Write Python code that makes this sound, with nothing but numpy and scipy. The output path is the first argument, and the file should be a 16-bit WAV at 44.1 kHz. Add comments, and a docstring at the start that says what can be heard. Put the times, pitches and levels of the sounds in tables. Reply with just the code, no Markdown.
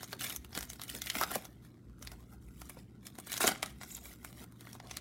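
"""A foil and plastic card wrapper is torn open and peeled back by hand, close by, over a cloth-covered table.
Its creases buckle one by one, each with a snap; pulling and sliding excite many small facets at once,
a dense crackle whose resonances shift as the foil bends. Stick-slip friction adds chirps and a thin
whistle, and the stack of cards thumps when the seam gives way. A small room hums and rumbles behind."""
import sys
import numpy as np
from scipy import signal
from scipy.fft import rfft, irfft
from scipy.io import wavfile
from scipy.ndimage import uniform_filter1d

SR = 44100
rng = np.random.default_rng(int(sys.argv[2]) if len(sys.argv) > 2 else 0)


def materialize(psi):
    """Save the field psi as 16-bit PCM at rate SR to the path in sys.argv[1].

    A 1-D psi becomes a single channel; in a 2-D psi each row is a channel.
    """
    bounded = np.clip(np.atleast_2d(psi).T, -1, 1)
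    quanta = np.round(bounded * 32767).astype(np.int16)
    wavfile.write(sys.argv[1], SR, quanta)


N = 220552

# The wrapper radiates in three bands: body (whole panels), crackle (facets) and fizz (sharp edges).
# Each row: low edge in Hz, high edge in Hz, time for a snap to decay by 60 dB (t60) in seconds.
FOIL_BANDS = [(449, 1543, 0.0072), (1490, 5680, 0.013), (5230, 15700, 0.0044)]
# The loudest creases buckling. Each row: time in seconds, relative levels of body, crackle and fizz
# in dB, facet pitch in Hz.
CREASE_SNAPS = [(0.032, -41, -45, -43, 5340), (0.0428, -54, -49, -47, 6350),
                (0.1302, -37.5, -39, -44.5, 4380), (0.1952, -62, -46, -50, 3680),
                (0.3035, -44.5, -38, -50, 3100), (0.3625, -51, -43.5, -36, 6200),
                (0.4476, -51.5, -51, -52.5, 2900), (0.53, -52, -48, -69, 5400),
                (0.5514, -56, -37.5, -43, 5300), (0.5759, -35, -35.5, -38.5, 8000),
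                (0.5895, -67, -53, -39, 5400), (0.609, -45, -42.5, -41.5, 5200),
                (0.6286, -50, -42, -44.5, 8200), (0.7014, -50, -44, -41, 6250),
                (0.7334, -64, -51, -47, 4050), (0.7967, -45.5, -50, -58, 3950),
                (0.8171, -45, -41.5, -42, 3950), (0.837, -70, -45.5, -43, 10100),
                (0.9, -58, -41, -41, 8800), (0.9504, -64, -41.5, -43, 9150),
                (1.0193, -52, -34.5, -38.5, 6700), (1.061, -49.5, -54, -42.5, 4640),
                (1.071, -56, -36.5, -44.5, 2330), (1.1008, -47, -28, -35, 3060),
                (1.1535, -34, -35, -40, 2300), (1.213, -25, -39, -33, 1350), (1.2301, -32, -34, -41, 1290),
                (1.2361, -29, -33, -37, 4950), (1.3162, -37, -41, -37.5, 696),
                (1.3559, -34.5, -40.5, -31, 780), (1.453, -47.5, -47.5, -49.5, 5830),
                (1.993, -71, -74, -65, 9560), (2.0261, -49.5, -47, -46, 5600),
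                (2.0505, -62, -56, -55, 10400), (2.0733, -54, -40, -49, 4730),
                (2.118, -49.5, -51.5, -50, 5200), (2.6174, -47.5, -48.5, -47, 1070),
                (2.6965, -47.5, -57, -44.5, 9600), (3.069, -70, -47, -42.5, 5340),
                (3.1865, -45.5, -50, -47.5, 6960), (3.201, -53.5, -56, -47.5, 8800),
                (3.271, -47, -54, -47, 8600), (3.3196, -46, -38, -36, 1770),
                (3.33, -55, -37.5, -35.5, 6750), (3.3401, -44, -36.5, -40, 6800),
                (3.368, -48, -38, -41, 3180), (3.3785, -45.5, -36.5, -36, 5860),
                (3.407, -29, -43, -34.5, 1840), (3.4413, -26.5, -31.5, -38, 640),
                (3.471, -33, -33, -26, 6800), (3.4775, -28, -21.5, -24, 7540),
                (3.4891, -30, -39, -28.5, 730), (3.559, -44, -52, -58, 2100),
                (3.6293, -31, -29.5, -31, 2430), (3.6355, -40, -43, -38, 1200),
                (3.6608, -51, -41.5, -44, 9100), (3.8136, -46.5, -49, -58, 2300),
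                (3.834, -47.5, -50, -49, 2170), (3.9487, -63, -65, -49, 7460),
                (3.9782, -52, -51.5, -65, 3170), (4.248, -43.5, -50.5, -44, 2300),
                (4.4418, -56, -57, -53.5, 2130), (4.523, -61.5, -64, -63.5, 9300),
                (4.609, -55, -52, -54.5, 9000), (4.671, -48, -55, -74, 2050), (4.7308, -68, -49, -48, 5700),
                (4.752, -50, -54, -54, 870), (4.801, -48, -45.5, -58, 845), (4.9117, -43, -39, -46, 6140),
                (4.9706, -48.5, -39, -34.5, 4240)]
# Tugs and rubs of the fingers; the seam rips at 3.41 s. Each row: time of full force, attack and hold
# in seconds, crackle drive in dB, body and fizz in dB relative to that drive.
FINGER_TUGS = [(0.013, 0.089, 0.019, -53, -6, -2.5), (0.12, 0.105, 0.0069, -52.5, -9, 0.5),
               (0.21, 0.022, 0.054, -39.5, -12.5, -2), (0.278, 0.037, 0.055, -47, -6, -0.5),
               (0.569, 0.056, 0.0043, -45, -1, -2), (0.623, 0.024, 0.018, -53.5, -3, 2),
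               (0.708, 0.046, 0.051, -59, -5.5, 0), (0.823, 0.048, 0.024, -55, -1.5, 0.5),
               (0.888, 0.035, 0.085, -51.5, -8, 1), (1.033, 0.064, .11, -49.5, -14.5, -2.5),
               (1.158, 0.046, 0.07, -42.5, -4.5, -0.5), (1.303, 0.13, 0.025, -47, 2, -3),
               (1.348, 0.039, 0.0084, -40.5, -6.5, -1), (1.412, .05, 0.033, -64, -4, 1),
               (1.648, .05, 0.016, -65.5, -3, -2), (2.019, 0.038, 0.12, -64.5, 1, 0.5),
               (2.198, 0.084, 0.027, -69.5, 5, 0), (2.325, 0.11, 0.013, -71, 7.5, 6),
               (2.418, .02, 0.11, -75, 0, 5.5), (2.578, .06, 0.15, -64.5, -3, 3.5),
               (2.775, .06, .025, -62.5, -0.5, -0.5), (3.065, 0.041, 0.0079, -56.5, -9.5, -0.5),
               (3.183, 0.13, 0.028, -62.5, -2.5, -0.5), (3.31, 0.082, 0.056, -46, -12.5, -2),
               (3.406, 0.0054, .03, -33.5, -4, 1.5), (3.469, 0.065, .014, -31.5, -3, -1.5),
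               (3.51, .02, 0.0047, -41.5, 1, -4), (3.64, .05, 0.066, -57, -4.5, -0.5),
               (3.814, 0.013, 0.016, -53, -2.5, -4.5), (3.918, 0.19, 0.048, -56, -12.5, 0.5),
               (4.048, 0.08, 0.085, -56.5, -4.5, 0), (4.253, 0.083, 0.05, -60, -2, 0.5),
               (4.381, 0.086, 0.043, -56.5, -2.5, -1), (4.635, 0.13, 0.13, -62.5, -1.5, -1.5),
               (4.843, 0.085, 0.05, -66.5, 7, -2), (4.902, 0.07, 0.077, -55.5, -5, -4)]
# The wrapper merely held. The entries: drive of body, crackle and fizz in dB.
HELD_DRIVE_DB = [-73, -76, -83.5]
# Response of the wrapper in cupped hands. Each row: frequency in Hz, gain in dB.
CUPPED_RESPONSE = [(370, 6), (500, -9), (680, 0), (950, -5), (1280, 0), (1650, -3.5), (2150, 0.6),
                   (2580, -4.5), (3000, -3), (3700, -1), (4700, -4.5), (6500, -2), (11000, 0.5),
                   (15500, -1)]
# The top octave as the pack is turned. 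Each row: time in seconds, gain in dB.
FACING_GAIN = [(0, -2), (.35, 4), (.6, -0.5), (1.3, 2), (2.5, -2), (3.42, -1), (3.62, -8.5), (3.95, 6),
               (4.3, 0), (4.7, 0), (5, -7)]
# Taut foil slipping. Each row: centre in seconds, relative level in dB, pitch in Hz, half-width in seconds.
FOIL_CHIRPS = [(0.042, -48, 6440, .01), (0.701, -50, 6200, 0.012), (0.896, -37.5, 2920, 0.0042),
               (0.977, -46.5, 5040, 0.0028), (1.214, -42, 5500, .011), (2.702, -50, 2320, 0.006),
               (3.377, -37.5, 6300, .0044), (3.951, -36.5, 7360, 0.0026)]
# Film sliding over the cards. Each row: time of full force, attack and hold in seconds, level in dB.
FILM_SLIDES = [(3.82, 0.014, .003, -55.5), (3.918, 0.032, 0.0042, -49.5), (4.05, 0.091, 0.015, -58.5)]
# The pack jolting in the fingers. Each row: start in seconds, level in dB, pitch in Hz, t60 in seconds.
PACK_THUMPS = [(0.130, -52, 376, 0.22), (0.572, -38, 188, 0.072), (0.94, -44, 237, 0.16),
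               (1.16, -31, 209, 0.038), (1.357, -27.5, 338, 0.037), (1.364, -31, 216, .038),
               (2.011, -46, 245, 0.037), (2.769, -46.5, 502, 0.05), (3.185, -38.5, 330, 0.035),
               (3.442, -24, 382, 0.041), (3.454, -32, 618, .055), (3.476, -32, 246, 0.078),
               (3.507, -35, 202, 0.035), (4.407, -44.5, 231, 0.064)]
# Spectrum of the room noise. Each row: frequency in Hz, relative spectral density in dB.
ROOM_SPECTRUM = [(20, 8.5), (45, -41.5), (65, -9.5), (90, 1), (130, 0.5), (205, 3), (330, -3), (480, -15.5),
                 (800, -36), (1300, -31.5), (3000, -55.5), (8000, -40.5), (16000, -54)]
# Partials of the mains hum. Each row: frequency in Hz, typical rms level in dB.
MAINS_PARTIALS = [(59.2, -74), (118.4, -62.5)]
# A low drone that comes and goes. Each row: time in seconds, relative level in dB.
DRONE_LEVELS = [(0, -93), (.24, -78), (.33, -52), (.58, -48), (.7, -57), (1.3, -53.5), (1.8, -65),
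                (1.9, -53.5), (2.45, -52.5), (2.7, -55), (2.85, -64), (3.4, -61.5), (3.48, -54), (3.6, -58),
                (4.4, -58), (4.7, -69), (5, -53)]


def snaps(tick_gain=7.4, facet_gain=2.2, facet_q=12, give_db=-8, give_t60=0.021,
          flutter_db=-21, flutter_t60=0.082, ragged_db=3.5, follow_db=-7, follow_s=.014):
    """Buckling releases elastic energy: a crease gives, flips with a tick and rings its facet."""
    out, lead = np.zeros(N), 350  # samples ahead of the flip
    t = (np.arange(N // 80) - lead) / SR
    after, onset = np.maximum(t, 0), abs(t - .0015) < .0025
    giving = undb(give_db) * fade(abs(t), give_t60)
    flutter = undb(flutter_db) * fade(after, flutter_t60)
    for s, *levels, facet_hz in CREASE_SNAPS:
        # the fold runs along the crease in fits and starts
        steps = np.repeat(rng.standard_normal(len(t) // 32 + 1), 32)[:len(t)]
        fits = undb(ragged_db * np.clip(steps, -2, 2) * (abs(t) > .0005))
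        # neighbouring creases follow, the later the weaker
        late = rng.random(size=4)
        cracks = np.zeros(len(t))
        cracks[np.searchsorted(t[:-1], late * follow_s)] = undb(follow_db) * (1 - late)
        cracks[lead] = 1
        snap = np.zeros(len(t))
        for (low, high, t60), db in zip(FOIL_BANDS, levels):
            envelope = np.where(t < 0, giving, fade(after, t60) + flutter)
            part = band(envelope * fits * rng.standard_normal(len(t)) + tick_gain * cracks, low, high)
            snap += undb(db) * part / np.std(part[onset])
        q = facet_q * np.sqrt(facet_hz / FOIL_BANDS[2][0])  # the fingers damp large, low facets
        rung = snap + facet_gain * resonance(snap, facet_hz, q)
        # the facet gathers the same energy around its own pitch
        add(out, s + t[0] - .0002, rung * np.std(snap[onset]) / np.std(rung[onset]))
    return out


def crackle(drives, tick_db=-4, rub_db=(-4, -4, 0), even_s=0.1):
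    """Ringing facets, sharp ticks and the friction of film on film superpose in each driven band."""
    ticks = buckles()
    out = np.zeros(N)
    for (low, high, _), friction_db, pull in zip(FOIL_BANDS, rub_db, drives):
        rub = undb(friction_db) * band_noise(low, high)
        sheet = facets(low, high, pull) + undb(tick_db) * unit(band(ticks, low, high)) + rub
        # the hands feed in energy steadily, so a large buckle is paid for by smaller ones around it
        power = uniform_filter1d(sheet ** 2, int(even_s * SR))
        power = uniform_filter1d(power, int(even_s * SR / 2))
        out += sheet / np.sqrt(power + 1e-12) * pull
    return out


def facets(low_hz, high_hz, pull, max_per_s=1200, q=15, spread_db=3.0):
    """Each flipped facet is a damped oscillator with its own pitch; a harder pull flips more of them."""
    out, t = np.zeros(N), np.arange(N // 250) / SR
    flip_chance = (pull / pull.max()) ** .3
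    for when, place, luck, size, sustain in rng.random((int(max_per_s * N / SR), 5)):
        if luck < flip_chance[int(when * N)]:
            hz = low_hz * (high_hz / low_hz) ** place
            ring = np.sin(2 * np.pi * hz * t) * np.exp(-np.pi * hz * t / (q * (.5 + sustain)))
            strength = np.sqrt(hz) * undb(-spread_db * np.log(size + .02))
            add(out, when * N / SR, strength * ring)
    return unit(out)


def buckles(per_s=700, spread_db=8.0):
    """Tiny buckles form a random impulse train whose sizes follow a capped power law; rms 1."""
    out = np.zeros(N)
    luck, size, side = rng.random((3, N // 8))
    live = luck < per_s * 8 / SR
    sizes = undb(spread_db * np.minimum(-np.log(size + 1e-9), 4))
    out[:N // 8 * 8:8] = live * sizes * np.sign(side - .5)
    return unit(out)


def pulls():
    """The tugs add in power to a resting drive, giving one envelope each for body, crackle and fizz."""
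    *timing, crackle_db, body_db, fizz_db = np.transpose(FINGER_TUGS)
    levels = [crackle_db + body_db, crackle_db, crackle_db + fizz_db]
    return [np.hypot(strokes(zip(*timing, db)), undb(held)) for db, held in zip(levels, HELD_DRIVE_DB)]


def strokes(rows, swell_db=19.5, release_db_per_s=437, creep_db=-15.5, creep_db_per_s=108):
    """Loading and relaxation: each stroke swells, holds and drops, then the bent foil creeps back."""
    t = np.arange(0, N, 32) / SR
    power = np.zeros(len(t))
    for s, attack, hold, db in rows:
        before, after = np.maximum(s - t, 0), np.maximum(t - s - hold, 0)
        release = np.maximum(-release_db_per_s * after, creep_db - creep_db_per_s * after)
        power += undb(db - swell_db * before / attack + release) ** 2
    return np.interp(np.arange(N) / SR, t, np.sqrt(power))


def snags(count=260, jump_db=10, slip_t60=0.015, base_db=-1.5):
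    """Small creases store strain and release it at random, each a brief surge in the crackle's gain."""
    surges, t = np.zeros(N), np.arange(N // 100) / SR
    for k, (when, size) in enumerate(rng.random((count, 2))):
        add(surges, (k + when) / count * N / SR, size ** 2 * undb(jump_db) * fade(t, slip_t60))
    return undb(base_db) * (1 + surges)


def folds(x, count=8, path_gain=.2, shift_hz=22):
    """Comb filtering: short echoes between folds and fingers interfere, shifting as the hands move."""
    lags = rng.integers(8, 90, count)  # samples
    paths = sum(path_gain * walk(shift_hz) * np.concatenate([np.zeros(lag), x[:-lag]]) for lag in lags)
    return (x + paths) / np.sqrt(1 + count * path_gain ** 2)


def directivity(x, split_hz=11000):
    """Short wavelengths radiate in a beam, so the top octave rises and falls as the pack is turned."""
    dull = signal.sosfiltfilt(signal.butter(4, split_hz, fs=SR, output="sos"), x)
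    return dull + (x - dull) * curve(FACING_GAIN)


def chirps(q=14, gain_db=-2):
    """A short run of stick-slip friction swells and dies in one facet's resonance."""
    out, t = np.zeros(N), np.arange(N // 60) / SR
    middle = t[-1] / 2
    for s, db, hz, half_width in FOIL_CHIRPS:
        ring = resonance(rng.standard_normal(len(t)), hz, q)
        ring /= np.sqrt(uniform_filter1d(ring ** 2, len(t) // 20) + 1e-12)
        swell = np.exp(-((t - middle) / half_width) ** 2)
        add(out, s - middle, undb(db + gain_db) * ring * swell)
    return out


def slide(hz=7400, width_hz=1300, rough_db=3):
    """Fine stick-slip of film on card excites one narrow treble resonance."""
    hiss = band_noise(hz - width_hz / 2, hz + width_hz / 2, order=2)
    return hiss * undb(rough_db * walk(rate_hz=160)) * strokes(FILM_SLIDES)


def thumps(rattle=0.86):
    """A jolt excites a heavily damped low mode of the cards, with noise from the slack wrapper."""
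    out, t = np.zeros(N), np.arange(N // 20) / SR
    for s, db, hz, t60 in PACK_THUMPS:
        slack = band_noise(hz / 2, hz * 2, order=2, samples=len(t))
        cushion = 1 - np.exp(-t * hz * 2)  # flesh softens the first half cycle
        knock = np.sin(2 * np.pi * hz * t) + rattle * slack
        add(out, s, undb(db) * cushion * fade(t, t60) * knock)
    return out


def fingers(pull, low_hz=140, high_hz=430, gain_db=-10):
    """Friction of skin on the card stack gives a low scuff in proportion to the pull."""
    return undb(gain_db) * band_noise(low_hz, high_hz) * pull


def reflections(x, near_db=-16, near_t60=0.059, room_db=-23, room_t60=0.36):
    """Early reflections from hands and table precede the dull reverberation of a furnished room."""
    t = np.arange(N // 10) / SR
    near = band(rng.standard_normal(len(t)), 120, 8800, order=1) * fade(t, near_t60) * (t > .002)
    far = band(rng.standard_normal(len(t)), 200, 4500, order=2) * fade(t, room_t60) * (t > .01)
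    response = undb(near_db) * near / np.linalg.norm(near) + undb(room_db) * far / np.linalg.norm(far)
    return signal.fftconvolve(x, response)[:N]


def background(air_db=-55.5, waver_db=2.5, waver_hz=4.59, drone_band_hz=(52, 68), drone_gain_db=-2):
    """Dull broadband room noise, wavering mains harmonics and a narrow-band drone superpose."""
    t = np.arange(N) / SR
    air = undb(air_db) * unit(colour(rng.standard_normal(N), ROOM_SPECTRUM))
    hum = np.zeros(N)
    for hz, db in MAINS_PARTIALS:
        amplitude = np.sqrt(2) * undb(db + waver_db * walk(waver_hz))
        hum += amplitude * np.sin(2 * np.pi * (hz * t + rng.random()))
    drone = band_noise(*drone_band_hz, order=2) * curve(DRONE_LEVELS) * undb(drone_gain_db)
    return air + hum + drone


def undb(db):
    """Amplitude ratio of a level in decibels."""
    return 10 ** (np.asarray(db) / 20)


def unit(x):
    """Normalisation to rms 1."""
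    return x / np.sqrt(np.mean(x ** 2))


def curve(rows):
    """Gain over time, interpolated in decibels between (seconds, dB) points."""
    return undb(np.interp(np.arange(N) / SR, *np.transpose(rows)))


def fade(t, t60):
    """Exponential decay by 60 dB in t60 seconds."""
    return np.exp(-np.log(1000) * t / t60)


def walk(rate_hz):
    """Random modulation: held levels, smoothed twice; rms 1."""
    hold = int(SR / rate_hz)
    steps = np.repeat(rng.standard_normal(N // hold + 1), hold)
    return unit(uniform_filter1d(uniform_filter1d(steps, hold), hold)[:N])


def band(x, low_hz, high_hz, order=3):
    """Causal band-pass filter."""
    return signal.sosfilt(signal.butter(order, [low_hz, high_hz], "band", fs=SR, output="sos"), x)


def band_noise(low_hz, high_hz, order=3, samples=N):
    """Band-limited noise of rms 1."""
    return unit(band(rng.standard_normal(samples), low_hz, high_hz, order))


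def resonance(x, hz, q):
    """Second-order resonator: one mode of a foil facet, gain 1 at its centre."""
    return signal.lfilter(*signal.iirpeak(hz, q, fs=SR), x)


def colour(x, points):
    """Minimum-phase filter with the given (Hz, dB) response."""
    hz, db = np.transpose(points)
    bin_hz = np.arange(N // 2 + 1) * SR / N
    log_gain = np.log(undb(np.interp(np.log(bin_hz + 1), np.log(hz), db)))
    cepstrum = irfft(log_gain, N)
    cepstrum[1:N // 2] *= 2  # folding onto positive time makes the filter causal
    cepstrum[N // 2 + 1:] = 0
    response = irfft(np.exp(rfft(cepstrum)), N)[:N // 20]
    return signal.fftconvolve(x, response)[:N]


def add(out, s, sound):
    """Superposition of a sound starting at s seconds."""
    i = max(int(s * SR), 0)
    out[i:i + len(sound)] += sound[:max(N - i, 0)]


def scene():
    """The wrapper's direct sound, its reflections and the room's background sum in one channel."""
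    drives = pulls()
    foil = snaps() + folds(crackle(drives) * snags())
    held_foil = directivity(colour(foil, CUPPED_RESPONSE))
    wrapper = held_foil + chirps() + slide() + thumps() + fingers(drives[0])
    return (wrapper + reflections(wrapper) + background())[None]


def record(dry, low_hz=46, top_hz=15950):
    """Band limiting removes the deepest bass and the top of the treble."""
    thin = signal.sosfilt(signal.butter(4, low_hz, "high", fs=SR, output="sos"), dry)
    return signal.sosfilt(signal.ellip(10, .2, 70, top_hz, fs=SR, output="sos"), thin)


dry = scene()
out = record(dry)
materialize(out)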